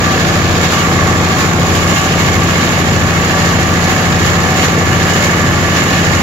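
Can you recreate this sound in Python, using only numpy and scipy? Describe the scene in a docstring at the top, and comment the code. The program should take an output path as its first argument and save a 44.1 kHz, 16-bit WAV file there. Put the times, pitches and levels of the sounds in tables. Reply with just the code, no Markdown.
"""In a shed, close by, a single-cylinder petrol engine belt-drives a two-piston air pump.
Exhaust and pump drones are sums of sines on the firing rate, the pump rate and their combinations,
so the two beat against each other. Valve gear, piston knocks, cooling air and loose fittings are
noise and struck modes, echoed by the shed and coloured by steel tanks; thin panels sing on top."""
import sys
import numpy as np
from scipy import signal
from scipy.fft import rfft, irfft
from scipy.io import wavfile
from scipy.ndimage import uniform_filter1d, minimum_filter1d

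SR = 44100
rng = np.random.default_rng(int(sys.argv[2]) if len(sys.argv) > 2 else 0)


def wav_record(signal):
    """Record a signal, one row per channel, as 16-bit PCM in the file named by sys.argv[1]."""
    frames = np.transpose(np.atleast_2d(signal))
    bounded = np.clip(frames, -1, 1)
    # unit amplitude maps onto the largest positive 16-bit level
    quanta = np.round(bounded * 32767).astype(np.int16)
    wavfile.write(sys.argv[1], SR, quanta)


N = 274302
TIME = np.arange(N) / SR
HZ = np.fft.rfftfreq(N, 1 / SR)
LEFT_LAG_S = .00014


def amp(db):
    """Decibels to gain."""
    return 10 ** (np.asarray(db) / 20)


def evened(x):
    """Scales to rms 1."""
    return x / np.sqrt(np.mean(x ** 2) + 1e-20)


def curve(points):
    """A (time, value) table joined by straight lines over TIME."""
    return np.interp(TIME, *np.transpose(points))


def spectrum(points):
    """A (frequency, value) table joined by straight lines over log frequency."""
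    hz, value = np.transpose(points)
    return np.interp(np.log(HZ + 1), np.log(hz), value)


def bell(offset, width):
    """A bump of height 1; width is full width at half height."""
    return .5 ** ((2 * offset / width) ** 2)


def wander(rate_hz):
    """Slow noise of rms 1, its spectrum halved at rate_hz."""
    return evened(irfft(rfft(rng.standard_normal(N)) * bell(HZ, 2 * rate_hz), N))


def tone(turns, db):
    """A sine of the given rms level."""
    return np.sqrt(2) * amp(db) * np.cos(2 * np.pi * turns)


def shade(x, hz, width_hz, db):
    """Raises or lowers one band along a gain curve."""
    band = irfft(rfft(x) * bell(HZ - hz, width_hz), N)
    return x + (amp(db) - 1) * band


def rock_turns(cycles, pump_turns):
    """Phase of pump strokes (two a turn) against firings, about 13 rounds a second."""
    return 2 * pump_turns - cycles


def slip_turns(cycles, pump_turns):
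    """Phase of three firings against four pump turns (eight strokes), one round about every 0.6 s."""
    return 3 * cycles - 4 * pump_turns


# brief changes of the jolting: (time [s], level [dB])
JOLT_BURSTS = [(.643, 4), (.736, 4), (1.409, 3.5), (1.762, 2.5), (1.975, 3), (2.055, 2), (2.201, 2),
               (2.35, 2), (2.497, 2.5), (3.5, 1), (3.62, 2), (3.83, 1), (3.91, 2.5), (4.0, -0.5), (4.26, 3),
               (4.581, 2.5), (4.638, 4.5), (5.25, 3), (5.781, 3.5)]
BURST_S = .039


def jolts(cycles, pump_turns, rock_db=.71, heave_db=.6, heave_turns=.29, chance_db=.66, chance_hz=4):
    """Frame shake as a gain: rock and heave as strokes and firings fall in and out of step."""
    rock_at, heave_at = .72, .18  # turns
    rock = np.cos(2 * np.pi * (rock_turns(cycles, pump_turns) - rock_at))
    from_heave = (slip_turns(cycles, pump_turns) - heave_at + .5) % 1 - .5
    heave = bell(from_heave, heave_turns)
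    bursts = sum(db * bell(TIME - s, BURST_S) for s, db in JOLT_BURSTS)
    shake_db = rock_db * rock + heave_db * heave + chance_db * wander(chance_hz) + bursts
    return amp(shake_db - shake_db.mean())


def cooling_air(level_db=-3.5):
    """Rush of cooling air: steady white noise, independent in the two channels."""
    return amp(level_db) * rng.standard_normal((2, N))


def rattle(jolt, per_s=700, spread_db=1.5, tick_s=.0011, level_db=-7):
    """Loose fittings tick at random, more often when the frame is jolted."""
    sizes = amp(spread_db * np.minimum(rng.exponential(1, N), 4))
    ticks = sizes ** 2 * (rng.random(N) < per_s * jolt / SR)
    power = signal.lfilter([1], [1, -np.exp(-1 / (tick_s * SR))], ticks)
    return amp(level_db) * evened(np.sqrt(power) * rng.standard_normal((2, N)))


def blows(turns, table, uneven_db=2.5, jitter_ms=.3, low_hz=216):
    """Each part strikes at its place in the cycle and rings the same dense modes every time."""
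    size = SR // 8
    t, hz = np.arange(size) / SR, np.fft.rfftfreq(size, 1 / SR)
    out = np.zeros((2, N))
    for place, centre_hz, half_octaves, t60_s, db in table:
        strength, late = rng.standard_normal((2, 256))
        at_s = np.interp(np.arange(256) + place, turns, TIME, right=-1) + late * jitter_ms / 1000
        inside = (at_s > 0) & (at_s < TIME[-1])
        strikes = np.zeros(N)
        strikes[(at_s[inside] * SR).astype(int)] = amp(uneven_db * strength[inside])
        band = bell(np.log2((hz + 1) / centre_hz), 2 * half_octaves)
        band = band / (1 + (low_hz / (hz + 1)) ** 10)  # low cut keeps the knocks out of the bass drone
        modes = irfft(rfft(rng.standard_normal((2, size))) * band, size)
        decay = amp(-60 * t / t60_s)
        ring = modes * decay / np.linalg.norm(decay)
        out += amp(db) * signal.oaconvolve(evened(strikes)[None], ring, axes=1)[:, :N]
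    return out


# air valve claps in each pump turn, before the steel:
# (place in turn [0-1], centre [Hz], half-width [octaves], ring t60 [s], level [dB])
VALVE_CLAPS = [(.36, 410, 0.96, 0.03, -10.5), (.34, 724, 0.55, 0.025, -7), (.7, 650, 0.39, 0.015, -12.5),
               (.25, 1700, 0.67, .03, -13.5), (.77, 1780, 0.54, 0.038, -11.5)]


def pump_blows(pump_turns):
    """The pump's air valves clap at fixed places in its turn."""
    return blows(pump_turns, VALVE_CLAPS)


# valve gear and piston knocks in each engine cycle, before the steel:
# (place in cycle [0-1], centre [Hz], half-width [octaves], ring t60 [s], level [dB])
ENGINE_KNOCKS = [(0, 270, 0.95, 0.02, -12.5), (.19, 330, 0.79, 0.02, -14), (.46, 640, 0.53, 0.022, -11),
                 (.18, 1850, 0.76, 0.019, -13), (.3, 1170, 0.85, 0.029, -8.5), (.72, 1440, .6, 0.028, -12),
                 (.06, 2700, 1, 0.034, -15), (.38, 3300, 0.7, 0.051, -17.5),
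                 (0.12, 8700, 0.69, 0.03, -15.5), (.55, 7600, 0.79, 0.068, -10),
                 (.69, 7000, 0.89, 0.035, -14)]


def engine_blows(cycles):
    """Valve gear and piston knock at fixed places in the engine cycle."""
    return blows(cycles, ENGINE_KNOCKS)


def clatter(cycles, pump_turns, jolt, loose_hz=1900):
    """Air, blows and rattle; only the light, treble-making parts follow the jolts."""
    noise = cooling_air() + engine_blows(cycles) + pump_blows(pump_turns) + rattle(jolt)
    light = irfft(rfft(noise) * HZ ** 2 / (HZ ** 2 + loose_hz ** 2), N)
    return noise + (jolt - 1) * light


def shed(noise, echo_db=-15, t60_s=.12):
    """Nearby walls and tanks return dense decaying reflections, different at each port."""
    t = np.arange(SR // 8) / SR
    echoes = rng.standard_normal((2, len(t))) * amp(-60 * t / t60_s) * (t > .002)
    echoes = amp(echo_db) * echoes / np.linalg.norm(echoes[0])
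    return noise + signal.oaconvolve(noise, echoes, axes=1)[:, :N]


# base colour of the mechanical noise: (frequency [Hz], gain [dB per Hz])
NOISE_COLOUR = [(25, -70), (50, -52), (75, -48), (130, -42.5), (230, -43), (400, -48), (560, -47.5),
                (1000, -50.5), (2300, -52), (2700, -54), (4500, -57.5), (6500, -61), (10000, -74),
                (15500, -77.5)]
# resonances of tanks, covers and fins: (centre [Hz], width [Hz], left gain [dB], right gain [dB])
STEEL_MODES = [(780, 40, 4, 0.5), (861, 20, 6, -6), (1087, 47, 5.5, 6.5), (1175, 130, 5.5, 4.5),
               (1282, 25, 6, 3.5), (1389, 43, 5.5, 5), (1631, 32, 2.5, 6.5), (1736, 290, 2, 4.5),
               (1950, 25, 0, 4), (2140, 24, 0, 8), (2217, 47, 4, 6.5), (2350, 50, 2, 3.5),
               (2260, 860, -5.5, 3), (2510, 15, 15, -2), (2700, 88, 1, 4.5), (2890, 43, 8, 8),
               (3190, 60, 4.5, 2.5), (4100, 1400, 1.5, -1.5), (6030, 77, 8.5, 2.5), (9850, 140, 9.5, -4)]
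# peaks and notch of the two microphone ports: (centre [Hz], width [Hz], left gain [dB], right gain [dB])
PORT_MODES = [(7010, 850, 1, 13), (8620, 1010, -34, -21.5), (11674, 1600, 9.5, 5.5), (15600, 4454, -2.5, 3)]
# left-right likeness: (frequency [Hz], correlation [0-1])
PORT_LIKENESS = [(60, 0.5), (150, 0.85), (300, 0.93), (640, 0.8), (1100, 0.41), (2000, .18), (3000, 0.016)]


def steel(noise):
    """Tanks and covers colour the noise; reflections make the treble unlike at the two ports."""
    left, other = rfft(noise)
    same = spectrum(PORT_LIKENESS)
    right = same * left + np.sqrt(1 - same ** 2) * other
    left = left * np.exp(-2j * np.pi * HZ * LEFT_LAG_S)
    db = spectrum(NOISE_COLOUR)
    for hz, width_hz, left_db, right_db in [*STEEL_MODES, *PORT_MODES]:
        db = db + np.array([[left_db], [right_db]]) * bell(HZ - hz, width_hz)
    return irfft(np.array([left, right]) * amp(db) * np.sqrt(SR / 2), N)


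# microphone to machine: (time [s], distance [m])
MIC_DISTANCE = [(0.0, 0.64), (.45, 0.81), (.85, 0.16), (1.35, 0.086), (2.3, 0.3), (3.0, 0.31), (4.2, 0.32),
                (6.2, 0.28)]
# distance where each band is loudest: (centre [Hz], width [Hz], distance [m], rise [dB])
LOUD_SPOTS = [(643, 71, 0.76, 3.5), (1140, 190, 0.15, 2.5), (2170, 270, 0.23, 2.5), (2900, 370, 0.23, 6),
              (3980, 3400, 0.73, 2), (10000, 9900, 0.2, 3)]


def standing_waves(metal, spot_octaves=1.0):
    """Standing waves and shading make each band loudest at one microphone distance."""
    distance_m, spectra, out = curve(MIC_DISTANCE), rfft(metal), metal
    for hz, width_hz, spot_m, rise_db in LOUD_SPOTS:
        near = bell(np.log2(distance_m / spot_m), spot_octaves)
        gain = amp(rise_db * (near - near.mean()))
        out = out + (gain - 1) * irfft(spectra * bell(HZ - hz, width_hz), N)
    return out


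# upper-mid band of the metal: (time [s], gain [dB])
UPPER_MID_GAIN = [(0, 1), (.5, -2.5), (1, 2), (1.6, -1.5), (2.4, 0), (3.3, 1.5), (4, 1.5), (4.8, 1.5),
                  (5.35, 2), (6.2, 2.5)]


def metal_noise(cycles, pump_turns, jolt):
    """Coloured clatter whose treble flickers by chance and whose upper mids rise and fall."""
    metal = standing_waves(steel(shed(clatter(cycles, pump_turns, jolt))))
    metal = shade(metal, hz=4200, width_hz=2600, db=.9 * wander(rate_hz=22))
    return shade(metal, hz=1900, width_hz=370, db=curve(UPPER_MID_GAIN))


# singing panels: (pitch [Hz], waver [Hz rms], place in cycle [0-1], pulsing [dB], flicker [dB],
# left gain [dB], right gain [dB])
PANEL_MODES = [(755.6, 6.96, 0.01, 2.5, 3.5, -0.5, -2.5), (1157.5, 6.98, 0.4, 3, 3.5, 2, -6.5),
               (1731, 4.94, 0.7, 1, 1.5, -10, 1.5)]
# panel levels before left and right gains: (time [s], low [dB], middle [dB], high [dB])
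PANEL_LEVELS = [(0, -31, -23, -22), (.45, -25.5, -27.5, -28), (.9, -29.5, -24.5, -30),
                (1.6, -27, -24.5, -35), (2.1, -26.5, -28, -33), (2.5, -35, -26, -30), (3.0, -28, -30, -33),
                (3.7, -27, -25.5, -28.5), (4.3, -25.5, -28, -29), (4.9, -26, -26.5, -27),
                (5.4, -30, -25, -26), (6.22, -29, -30.5, -26.5)]


def panels(cycles, jolt, waver_hz=9, flicker_hz=10, follows=.2):
    """Thin covers ring at their own pitch, swelling with each firing and wavering as they shake."""
    times, *levels = np.transpose(PANEL_LEVELS)
    port_s = np.array([[LEFT_LAG_S / 2], [0]])  # the left port hears the panels slightly later
    out = np.zeros((2, N))
    for mode, level in zip(PANEL_MODES, levels):
        hz, waver, place, pulse_db, flicker_db, left_db, right_db = mode
        turns = np.cumsum(hz + waver * wander(waver_hz)) / SR
        shake_db = pulse_db * np.cos(2 * np.pi * (cycles - place)) + flicker_db * wander(flicker_hz)
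        shake = evened(amp(shake_db) * jolt ** follows)
        ring = tone(turns - hz * port_s, np.interp(TIME, times, level))
        out += shake * ring * amp([[left_db], [right_db]])
    return out


# pump drone before the left-right lean: (multiple of pump turning rate, level [dB])
PUMP_ORDERS = [(2, -40.9), (3, -41.5), (4, -39), (6, -31.2), (8, -35.0), (10, -40.7), (12, -33.9),
               (14, -36.7), (16, -36.7), (18, -41.3), (20, -35.5), (22, -37.5), (24, -40.9), (25, -41.4),
               (26, -41.8), (28, -36.7), (30, -42.2), (31, -41.3), (32, -41.3), (36, -39.3), (41, -41.9)]


def pump(pump_turns, uneven=.067, jitter_turns=.0036, side_db=2.0):
    """Two pistons gulp air in turn, so the even orders lead."""
    opens, pipe_lag = .419, .0001  # turns
    angle = pump_turns - opens + jitter_turns * wander(2.8)
    drone = sum(tone(k * angle - pipe_lag * k ** 2, db) for k, db in PUMP_ORDERS)
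    return drone * (1 + uneven * wander(11)) * amp([[side_db], [-side_db]])


# exhaust drone before lean and swell: (multiple of firing rate, level [dB])
EXHAUST_ORDERS = [(1, -40.9), (2, -36.2), (3, -21.4), (4, -29.9), (5, -27.1), (6, -19.9), (7, -31.5),
                  (8, -29.9), (9, -34.0), (10, -33.0), (11, -36.3), (12, -33), (13, -32.7), (14, -35.7),
                  (15, -43.6), (16, -38.3), (17, -35.1), (18, -44.0), (19, -39.5)]
# pump load swings the engine and splits its tones, before swell:
# (firing multiple, pump multiple, level [dB])
LOAD_BEATS = [(1, 5, -39.6), (2, 2, -23.8), (2, 3, -39.5), (2, 4, -38.5), (3, 2, -33.2), (4, 1, -29.7),
              (4, 2, -33.6), (6, -2, -35.2), (6, 2, -40.5), (7, 1, -38.7)]


def exhaust(cycles, pump_turns, side_db=7, chug_db=.6, chug_at=.92):
    """One puff a cycle, orders delayed by the muffler; level and timing wander."""
    opens, pipe_lag, fires, load_peak = .9, .081, .94, .83  # turns
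    uneven, jitter_turns = .05, .003
    surge, surge_at, surge_top_order = .2, .71, 5
    chamber_order, chamber_width, chamber_lag = 4, 1.3, .26  # orders, orders, turns
    angle = cycles + jitter_turns * wander(19)
    # bass swells as firings and pump strokes drift in and out of step
    swell = surge * np.cos(2 * np.pi * (slip_turns(cycles, pump_turns) - surge_at))
    drone = np.zeros((2, N))
    for k, db in EXHAUST_ORDERS:
        lean_db = np.array([[1], [-1]]) * side_db / max(k, 3)  # lowest orders lean most to the left
        # the muffler's chamber holds back its own note
        lag = pipe_lag * k ** 2 + chamber_lag * bell(k - chamber_order, chamber_width)
        order = tone(k * (angle - opens) - lag, db)
        drone += order * (1 + swell * (k <= surge_top_order)) * amp(lean_db)
    beats = sum(tone(k * (angle - fires) + m * (pump_turns - load_peak), db) for k, m, db in LOAD_BEATS)
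    # thump as each pump stroke meets a firing
    chug = chug_db * np.cos(2 * np.pi * (rock_turns(cycles, pump_turns) - chug_at))
    drone = shade(drone + beats * (1 + swell), hz=172, width_hz=76, db=chug)
    return drone * (1 + uneven * wander(5.6))


# engine speed, two crank turns a firing: (time [s], firing rate [Hz])
FIRING_RATE = [(0.0, 28.58), (0.55, 28.61), (0.95, 28.45), (1.7, 28.63), (2.2, 28.52), (2.75, 28.55),
               (3.1, 28.37), (3.7, 28.56), (4.5, 28.55), (5.3, 28.6), (5.8, 28.49), (6.22, 28.61)]
BELT_RATIO = .7362  # pump turns per firing


def scene():
    """Engine speed drives everything, the belt turns the pump; the low mids dip briefly, once."""
    cycles = np.cumsum(curve(FIRING_RATE)) / SR
    pump_turns = BELT_RATIO * cycles
    jolt = jolts(cycles, pump_turns)
    metal = metal_noise(cycles, pump_turns, jolt)
    machine = metal + panels(cycles, jolt) + pump(pump_turns) + exhaust(cycles, pump_turns)
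    dip_at_s, dip_s, dip_db = 1.995, .036, -9
    return shade(machine, hz=370, width_hz=320, db=dip_db * bell(TIME - dip_at_s, dip_s))


def record(dry, ceiling=.93, size=160, edge_hz=15800):
    """A quick limiter (size in samples) holds down the highest peaks; then a low-pass."""
    allowed = np.minimum(1, ceiling / (abs(dry) + 1e-9))
    held = minimum_filter1d(allowed, size=size, axis=1)
    limited = dry * uniform_filter1d(held, size=size, axis=1)
    low_pass = signal.firwin(1023, edge_hz, window=("kaiser", 9), fs=SR)
    return signal.oaconvolve(limited, low_pass[None], "same")


dry = scene()
out = record(dry)
wav_record(out)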